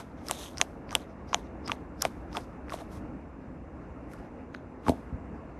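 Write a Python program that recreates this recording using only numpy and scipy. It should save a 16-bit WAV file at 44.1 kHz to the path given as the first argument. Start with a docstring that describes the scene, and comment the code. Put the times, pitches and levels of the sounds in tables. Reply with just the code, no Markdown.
"""A low rumble and a brush of rubber on the palm open the scene: a fist works a sticky gel ball near a small mic.
Then the tacky skin peels off the fingers in snaps: a jerk rings the skin, a trapped air pocket pops with a sinking tone.
Rubbing is filtered noise, squeals from slips and resonances, and short squeaks, with crackling tack and squelching gel.
Near the end the ball drops on the bed sheet and bounces: soft pushes ring ball and bed, its skin and air slap.
Before that the hand nudges the bed, and a low hum swells once, over shaped noise for the rumble."""
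import sys
import numpy as np
from scipy import signal
from scipy.io import wavfile

SR = 44100
rng = np.random.default_rng(int(sys.argv[2]) if len(sys.argv) > 2 else 0)


def unload_wav(signal):
    """Save mono or channel-first audio to the path in sys.argv[1] as 16-bit WAV at rate SR, clipped to [-1, 1]."""
    wavfile.write(
        sys.argv[1],
        SR,
        np.round(np.clip(np.atleast_2d(signal).T, -1, 1) * 32767).astype(np.int16),
    )


N = 246519


def from_db(db):
    """Decibels to amplitude gain."""
    return 10 ** (np.asarray(db) / 20)


def rms_one(x):
    """Scale to unit rms."""
    return x / np.sqrt(np.mean(x ** 2) + 1e-20)


def in_time(rows):
    """Each column of a curve, joined by straight lines, at every sample."""
    times, *columns = np.transpose(rows)
    return [np.interp(np.arange(N) / SR, times, column) for column in columns]


def drift(rate_hz):
    """Slow random wander of rms 1: noise through two equal low-pass poles, made at every 40th sample."""
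    pole = np.exp(-80 * np.pi * rate_hz / SR)
    noise = rng.standard_normal(N // 40 + 2002)
    slow = signal.lfilter([1], [1, -2 * pole, pole * pole], noise)[2000:]   # drop the settling
    return np.interp(np.arange(N) / 40, np.arange(len(slow)), rms_one(slow))


def ring(x, hz, t60):
    """Two-pole resonance: a unit click starts a dying sine of height 1; t60 in seconds."""
    radius = from_db(-60 / (max(t60, 5e-4) * SR))
    angle = 2 * np.pi * hz / SR
    # the tiny offset keeps the filter off denormal numbers
    return signal.lfilter([0, np.sin(angle)], [1, -2 * radius * np.cos(angle), radius * radius], x + 1e-18)


def hump(hz, width_hz):
    """A narrow band of noise: twice through one resonance, rms 1."""
    t60 = np.log(1000) / (np.pi * width_hz)
    return rms_one(ring(ring(rng.standard_normal(N), hz, t60), hz, t60))


def passed(x, hz, kind, order=2):
    """Butterworth filter."""
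    return signal.sosfilt(signal.butter(order, hz, kind, fs=SR, output="sos"), x)


# Spectrum of the room rumble, relative: f/Hz, level/dB per Hz
RUMBLE_SPECTRUM = [(15, -48.5), (25, -27.5), (54, 0), (77, 0), (100, -8), (180, -5), (299, -2),
                   (333, -11.5), (371, -16), (412, -7.5), (524, -11.5), (1110, -19), (2600, -34),
                   (3140, -52), (14800, -46.5)]
# Narrow humps in the rumble: f/Hz, width/Hz, relative level/dB
RUMBLE_HUMPS = [(62.6, 16.9, -3.5), (257.5, 40, -10), (304.6, 26, -7)]
# Slow swell of the rumble: t/s, rumble level/dB, level of the humps over it/dB
RUMBLE_SWELL = [(0.0, -45, -7), (0.83, -43.5, -9.5), (1.15, -45, -8), (1.52, -43, -8.5), (2.49, -45, -5.5),
                (2.8, -43, -5.5), (3.02, -42.5, 1), (3.21, -44.5, -6), (3.64, -44.5, -3.5),
                (3.95, -44.5, -9), (5.03, -42.5, -10.5), (5.59, -45, -4.5)]


def rumble():
    """Third-octave bands of noise that swell loosely together, plus a few narrow humps."""
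    level_db, humps_db = in_time(RUMBLE_SWELL)
    edges = 22 * 2 ** np.arange(0, 9.5, 1 / 3)
    table_hz, table_db = np.array(RUMBLE_SPECTRUM).T
    white = rng.standard_normal((2, N))   # neighbouring bands use different noise
    together = drift(2.7)
    bands = 0
    for k, (low, high) in enumerate(zip(edges, edges[1:])):
        band_db = np.interp(np.log(low * high) / 2, np.log(table_hz), table_db)
        gain = from_db(band_db + 1.1 * together + 1.3 * drift(14))
        bands = bands + gain * passed(white[k % 2], [low, high], "band", order=3)
    humps = sum(from_db(db) * hump(hz, width) for hz, width, db in RUMBLE_HUMPS)
    bands = passed(passed(bands, 26, "high", order=6), 6600, "low", order=3)
    return from_db(level_db) * (rms_one(bands) + from_db(humps_db) * humps)


HUM_MIDDLE_S, HUM_HALF_S, HUM_HZ, HUM_DB = 3.5, 0.08, 180.5, -45


def hum():
    """A narrow low band of noise swells and fades once under a bell curve."""
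    t = np.arange(N) / SR
    swell = np.exp(-((t - HUM_MIDDLE_S) / HUM_HALF_S) ** 2)
    return from_db(HUM_DB) * swell * hump(HUM_HZ, 25)


# The ball meets the sheet: t/s, blow level/dB, softness/ms
DROPS = [(4.862, -31.5, 2.3), (4.872, -27, 2.2), (4.881, -14, 2.7), (4.8936, -11.5, 1.33),
         (4.907, -30, 0.66), (4.918, -24.5, 1), (4.934, -33.5, 1), (5.121, -17.5, 5.5), (5.133, -10.5, 10)]
# The hand nudges the bed: t/s, blow level/dB, softness/ms
NUDGES = [(2.966, -18, 9.4), (3.085, -21, 7.5)]
# Modes of ball and bed: f/Hz, level/dB, t60/s
BED_MODES = [(75, -2, 0.034), (139, 0, 0.022), (265.3, -1.5, 0.078), (433, -3, 0.028), (660, 0.5, 0.044),
             (900, -2.5, 0.019)]
SHUDDER_DB, SHUDDER_S = -18, 0.014   # the gel keeps jolting the sheet after each blow


def drops():
    """Soft bell-shaped pushes, each with a dying shudder, ring the modes of ball and bed."""
    push = np.zeros(N)
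    t = np.arange(SR // 10) / SR
    blows = DROPS + NUDGES
    dying = np.exp(-t / SHUDDER_S) / np.sqrt(SHUDDER_S * SR)
    jolts = rng.standard_normal((len(blows), len(t))) * dying
    for (s, blow_db, soft_ms), jolt in zip(blows, jolts):
        shape = np.hanning(max(round(soft_ms * SR / 1000), 4))
        blow = np.convolve((t == 0) + from_db(SHUDDER_DB) * jolt, shape / shape.sum())
        push[round(s * SR):][:len(blow)] += from_db(blow_db) * blow
    modes = 0
    for k, (hz, db, t60) in enumerate(BED_MODES):
        modes = modes + from_db(db) * ring(push, hz, t60) * (-1) ** (k + 1)   # alternate polarity
    return passed(modes, 45, "high")


# Strokes of rubber over the palm: start t/s, length/s, hiss level/dB, low squeal level/dB,
# high squeal level/dB, growth over the stroke/dB
STROKES = [(0.0, 0.0014, -57, -61, -59.5, 5), (0.183, 0.053, -78, -77, -74, -2),
           (0.266, 0.051, -56.5, -72, -59, 12), (0.318, 0.039, -53, -53, -69, 3),
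           (0.387, 0.055, -49.5, -50.5, -70, 1.5), (0.463, 0.019, -54, -53.5, -70, -1),
           (0.505, .03, -63, -83, -90, -3), (0.581, 0.037, -63, -71.5, -55, 21),
           (0.921, 0.046, -62.5, -66.5, -62, 10), (0.951, 0.071, -61, -65, -74, -8),
           (1.29, 0.042, -73, -78, -65, -6.5), (1.349, 0.044, -61.5, -66.5, -71.5, -4.5),
           (1.094, 0.027, -89.5, -84, -75.5, 0), (1.417, 0.062, -79, -73, -81, -15),
           (1.675, 0.052, -66.5, -64, -64, 14), (2.011, .007, -64, -85, -61, 7),
           (2.035, 0.019, -60, -64, -55.5, 18), (2.339, 0.038, -64, -67, -62.5, 17),
           (2.404, 0.034, -62, -72, -67.5, -11.5), (2.716, 0.026, -59.5, -68, -58.5, 15.5),
           (2.776, 0.036, -63, -68, -67.5, 4), (2.924, 0.051, -61, -72.5, -69, -3),
           (4.116, 0.021, -68, -91.5, -80.5, 6), (4.135, 0.07, -77, -88, -79.5, 2),
           (4.228, 0.043, -81, -82, -83.5, -1.5), (4.548, .02, -77, -67.5, -83, -3.5),
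           (4.877, 0.018, -57, -61, -56.5, 14)]
# The triples below are for hiss, low squeal, high squeal
GROWTH_SHARE = (0.65, 0.4, 0.048)   # how far each follows the growth
RISE_DB_PER_S, FALL_DB_PER_S = (527, 471, 559), (479, 415.5, 693.5)
REST_DB = (-94, -94, -96.5)   # the hand at rest
LINGER_DB, LINGER_DB_PER_S = -15, 110   # a weaker, slower tail


def strokes():
    """Levels in dB of hiss, low and high squeal: each stroke rises, holds while it changes, falls and lingers."""
    t = np.arange(0, N + 32, 32) / SR
    levels = []
    for k in range(3):
        power = from_db(REST_DB[k]) ** 2
        for start, length, *db, growth_db in STROKES:
            early = np.maximum(start - t, 0)
            past = np.maximum(t - start - length, 0)
            held = db[k] + GROWTH_SHARE[k] * growth_db * np.clip((t - start) / length, 0, 1)
            fall = np.maximum(-FALL_DB_PER_S[k] * past, LINGER_DB - LINGER_DB_PER_S * past)
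            power = power + from_db(held + fall - RISE_DB_PER_S[k] * early) ** 2
        levels.append(np.interp(np.arange(N) / SR, t, 10 * np.log10(power)))
    return levels


SLIPS_PER_S, SLIP_SPREAD, SLIP_NOISE_DB = 170, .25, -9   # typical rate, its log spread, noise under the slips


def creak(pitches_hz, width_hz):
    """Rubber sticks and slips unevenly; each slip rings one of a few broad resonances over noise; rms 1."""
    rate = SLIPS_PER_S * np.exp(SLIP_SPREAD * drift(60))
    count = np.floor(np.cumsum(rate) / SR)
    slips = np.diff(count, prepend=0) * from_db(3 * rng.standard_normal(N))
    t60 = np.log(1000) / (np.pi * width_hz)
    dealt = rng.integers(0, len(pitches_hz), N)
    rings = sum(ring(ring(slips * (dealt == k), hz, t60), hz, t60) for k, hz in enumerate(pitches_hz))
    noise = hump(np.mean(pitches_hz), width_hz)
    return rms_one(rms_one(rings) + from_db(SLIP_NOISE_DB) * noise)


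CRACKLE_PER_S = 740


def crackle():
    """Tiny patches of tack tear at random, each ringing a few cycles; rms 1."""
    sizes = from_db(4 * np.minimum(rng.exponential(1, N), 3)) * rng.choice([-1, 1], N)
    torn = rng.random(N) < CRACKLE_PER_S / SR
    dealt = rng.integers(0, 12, N)
    pitches = np.geomspace(500, 4500, 12)
    rings = sum(ring(sizes * torn * (dealt == k), hz, 6.0 / hz) for k, hz in enumerate(pitches))
    return rms_one(passed(rings, 5100, "low"))


# Short squeaks as the fist starts to open: peak t/s, level/dB, f/Hz
SQUEAKS = [(0.893, -57, 4870), (1.663, -44.5, 5050), (2.011, -47.5, 5200), (2.327, -67, 4960)]
SQUEAK_RISE_DB_PER_S, SQUEAK_FALL_DB_PER_S, SQUEAK_WIDTH_HZ = 1150, 1807.5, 550


def squeaks():
    """Narrow bands of noise with a quick rise and a quicker end."""
    t = np.arange(N) / SR
    out = 0
    for s, db, hz in SQUEAKS:
        rise = SQUEAK_RISE_DB_PER_S * np.maximum(s - t, 0)
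        fall = SQUEAK_FALL_DB_PER_S * np.maximum(t - s, 0)
        out = out + from_db(db - rise - fall) * hump(hz, SQUEAK_WIDTH_HZ)
    return out


HISS_LOW_HZ, HISS_HIGH_HZ = 1800, 12600
LOW_SQUEAL_HZ, LOW_SQUEAL_WIDTH_HZ = (3300, 3600, 4050), 750   # pitches a slip may ring at
OVERTONE_HZ, OVERTONE_WIDTH_HZ = 6300, 800
HIGH_SQUEAL = [(5000, 1000), (5800, 1100)]   # f/Hz, width/Hz; each wanders in level on its own
SQUEAL_WANDER_DB, FLUTTER_DB = 3, 2
CRACKLE_DB, SQUELCH_DB = 12.5, 18.5   # over the weaker of the two squeals


def rub():
    """Rubber hisses on skin with two loose, fluttering squeals; tack crackles and gel squelches."""
    hiss_db, low_db, high_db = strokes()

    grains = rng.standard_normal(N) * from_db(2.5 * rng.exponential(1, N))
    hiss = passed(passed(grains, HISS_LOW_HZ, "high"), HISS_HIGH_HZ, "low", order=16)
    hiss = rms_one(passed(hiss, 14000, "low", order=1))
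    hiss = from_db(hiss_db - 0.5 * drift(60)) * hiss

    overtone = from_db(-7.0) * hump(OVERTONE_HZ, OVERTONE_WIDTH_HZ)
    low = creak(LOW_SQUEAL_HZ, LOW_SQUEAL_WIDTH_HZ) + overtone
    low = from_db(low_db + FLUTTER_DB * drift(150)) * low

    high = sum(from_db(SQUEAL_WANDER_DB * drift(4.8)) * hump(hz, width) for hz, width in HIGH_SQUEAL)
    high = from_db(high_db + 2.3 * drift(120)) * rms_one(high)

    working = from_db(np.minimum(low_db, high_db))   # both squeals are up while the fist works the ball
    squelch = rms_one(passed(rng.standard_normal(N), [100, 900], "band"))
    squelch = from_db(SQUELCH_DB + 3.0 * drift(32)) * squelch
    tack = from_db(CRACKLE_DB) * crackle()
    return hiss + low + high + squeaks() + working * (tack + squelch)


POCKET_SAG, POCKET_SAG_S = 0.31, .0006   # starts higher by this share, sinks with this time constant
POCKET_ROUGH = 0.33   # depth of the waver in level


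def pocket(hz, t60, wobble):
    """A trapped air pocket: a dying tone that sinks in pitch and wavers."""
    t = np.arange(len(wobble)) / SR
    sag = POCKET_SAG * np.exp(-t / POCKET_SAG_S)
    pitch = hz * (1 + sag + 0.092 * POCKET_ROUGH * wobble[::-1])
    tone = np.sin(2 * np.pi * np.cumsum(pitch) / SR) * (1 + POCKET_ROUGH * wobble)
    return passed(tone * from_db(-60 * t / t60), 300, "high")


# Skin snapping off the fingers, and at 4.86 to 4.9 s the ball's skin and air slapping the sheet:
# t/s, pocket f/Hz, pocket level/dB, pocket t60/ms, skin f/Hz, skin level/dB, upper skin ring level/dB,
# treble tick level/dB, top tick level/dB (peaks before the last filters)
SNAPS = [(0.2685, 605, -46, 18, 2700, -42, -37, -50, -56),
         (0.285, 1300, -36, 30, 2420, -41, -23.5, -27, -28),
         (0.297, 1150, -26.5, 14, 3330, -44, -39, -41, -47),
         (0.311, 730, -19, 10.5, 2900, -19, -40, -13, -13),
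         (0.5727, 620, -52, 17, 2250, -34, -31, -41, -54),
         (0.5822, 1450, -41, 27, 2630, -35.5, -24, -35, -50),
         (0.6024, 1100, -27, 10, 2700, -45, -55, -63, -66),
         (0.614, 720, -15.5, 11, 2990, -5.5, -8, -13.5, -30),
         (0.6233, 650, -25.5, 22, 3000, -45, -48, -58, -69),
         (0.8924, 970, -53.5, 12, 2050, -35, -44, -66.5, -74),
         (0.9083, 1150, -39, 18, 2550, -32, -33, -54, -52),
         (0.9177, 1530, -39, 29, 2350, -48, -37, -54, -60),
         (0.9202, 1190, -46, 10, 2800, -47, -43, -45, -52.5),
         (0.9278, 1216, -30.5, 42, 2900, -39, -40, -38, -49),
         (0.952, 844, -17, 15, 3220, -7, -21, -10.5, -15),
         (0.962, 660, -28.5, 25, 3270, -40, -47, -47, -49.5),
         (1.331, 1020, -16.5, 11, 2500, -31, -36, -64, -68),
         (1.3394, 810, -51, 10, 2700, -37, -32, -59, -60),
         (1.3445, 734, -13, 11.7, 2940, -8.5, -12, -35, -28),
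         (1.354, 684, -31, 38, 2420, -55, -60, -64, -64),
         (1.677, 1610, -36, 21, 2400, -30.5, -33.5, -36, -46),
         (1.681, 734, -39, 16, 2180, -26.5, -26.5, -38, -55),
         (1.688, 1240, -33.5, 36, 3000, -39, -59, -58, -62),
         (1.6961, 1150, -22, 29, 1980, -29, -42, -58, -62),
         (1.7179, 877, -23, 22, 2920, -14, -30.5, -32.5, -55),
         (2.011, 1560, -38, 22, 2330, -46, -34, -49, -49),
         (2.0194, 900, -55, 10, 2250, -52, -21.5, -30, -28),
         (2.0213, 1420, -26, 16, 2850, -24, -13, -16, -11),
         (2.0227, 1600, -47, 10, 3300, -45, -20, -30, -28),
         (2.029, 1080, -28, 19, 2200, -40, -47, -55, -59),
         (2.0515, 654, -13, 17, 2500, -12, -24.5, -24.5, -34),
         (2.3295, 900, -44, 13, 2270, -41, -38, -59, -67),
         (2.3497, 1240, -31.5, 44, 2010, -43, -53.5, -57, -62),
         (2.359, 900, -32.5, 39, 2550, -43, -37, -56, -62),
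         (2.3695, 757, -22, 14, 3200, -19, -33, -33, -48),
         (2.3752, 703, -24.5, 49, 2480, -48, -37, -53, -56),
         (2.6835, 603, -62, 18, 1880, -33.5, -61, -71, -74),
         (2.696, 1200, -47.5, 18, 2240, -30.5, -41, -54, -65),
         (2.7033, 1380, -35, 22, 2400, -49, -38, -47, -58.5),
         (2.7221, 1090, -26, 23, 2300, -45, -48, -54, -63),
         (2.7351, 780, -34, 21, 3470, -32, -46, -46, -52),
         (2.7405, 640, -23.5, 23, 2000, -33, -40, -47, -48),
         (2.8184, 650, -34, 31, 1990, -53, -56, -53, -60),
         (4.116, 2070, -51, 13, 2350, -66.5, -61, -57.5, -54),
         (4.135, 1450, -40, 27, 2480, -72, -49.5, -48, -43.5),
         (4.5438, 1900, -47.5, 11, 2100, -42.5, -48, -61.5, -67),
         (4.5477, 1530, -34, 14, 1800, -26.5, -37, -53.5, -63),
         (4.866, 1096, -26.5, 68, 1690, -42, -63, -65.5, -67),
         (4.8827, 853, -14.5, 28, 1900, -22, -29, -33, -45),
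         (4.8937, 900, -21, 10, 1930, -24, -25.5, -28, -26)]
LOW_T60_S, HIGH_T60_S, TICK_T60_S = 0.0016, 0.0015, 0.0011
UPPER_RING_RATIO, TICKS_HZ = 2.2, (8290, 11250)
SNAP_LOW_HZ, SNAP_TOP_HZ = 400, 11400


def snaps():
    """Skin peeling off, or at the drop slapping the sheet: a jerk and weaker slips ring skin and air pocket."""
    size = 2048
    out = np.zeros(N + size)
    dying = np.exp(-np.arange(size) / (.0009 * SR)) * .12
    slips = rng.standard_normal((len(SNAPS), size)) * dying
    wobbles = rms_one(passed(rng.standard_normal((len(SNAPS), size)), 400, "low"))
    for (s, hz, pocket_db, t60_ms, skin_hz, *skin_db), slip, wobble in zip(SNAPS, slips, wobbles):
        jerk = slip - (np.arange(size) == 0)
        skin = [(skin_hz, LOW_T60_S), (UPPER_RING_RATIO * skin_hz, HIGH_T60_S)]
        skin += [(tick_hz, TICK_T60_S) for tick_hz in TICKS_HZ]
        rings = [pocket(hz, t60_ms / 1000, wobble)]
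        rings += [ring(ring(jerk, f, t60), f, t60) for f, t60 in skin]   # twice: steep flanks
        rings[1] = passed(rings[1], 8000, "low")
        gains = from_db([pocket_db, *skin_db])
        snap = sum(gain * part / np.abs(part).max() for gain, part in zip(gains, rings))
        out[round(s * SR):][:size] += snap
    return passed(passed(out[:N], SNAP_LOW_HZ, "high", order=3), SNAP_TOP_HZ, "low", order=4)


ECHO_T60_S, ECHO_DB = .05, -46


def echo(x):
    """Sheet, hand and walls return a faint, quickly dying wash of noise-like reflections."""
    t = np.arange(SR // 4) / SR
    tail = rng.standard_normal(len(t)) * from_db(-60 * t / ECHO_T60_S + ECHO_DB) * (t > .002)
    return signal.fftconvolve(x, tail)[:N]


# Bands of the snaps and rubbing cancelled by an echo off the near sheet: f/Hz, width/Hz, share cancelled
SHEET_NOTCHES = [(4600, 530, 0.21), (7500, 130, 0.52), (9200, 170, .4)]


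def near_sheet(x):
    """An echo off the sheet cancels narrow bands: part of each resonant band is subtracted."""
    for hz, width_hz, share in SHEET_NOTCHES:
        r = np.exp(-np.pi * width_hz / SR)
        poles = [1, -2 * r * np.cos(2 * np.pi * hz / SR), r * r]
        band = signal.lfilter([(1 - r * r) / 2, 0, (r * r - 1) / 2], poles, x)
        x = x - np.clip(share, 0, 1) * band
    return x


SPREAD_DB, SPREAD_HZ, SIDE_HISS_DB = -29, 4500, -81   # levels before the side filters


def scene():
    """All sources at one microphone; only the treble differs slightly between left and right."""
    snapping = snaps()
    mid = near_sheet(snapping + echo(snapping) + rub()) + drops() + rumble() + hum()
    smear = rms_one(rng.standard_normal(64)) / 8   # unit energy
    unlike = from_db(SPREAD_DB) * np.convolve(mid, smear)[:N]
    unlike = unlike + from_db(SIDE_HISS_DB) * rng.standard_normal(N)
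    side = passed(passed(unlike, SPREAD_HZ, "high", order=4), 13500, "low")
    return np.array([mid + side, mid - side])


CUTOFF_HZ = 15900


def record(dry):
    """Peaks beyond the limit are clipped flat, then the treble is cut steeply."""
    held = np.clip(dry, -.96, .96)
    return signal.sosfilt(signal.cheby2(12, 70, CUTOFF_HZ, fs=SR, output="sos"), held)


dry = scene()
out = record(dry)
unload_wav(out)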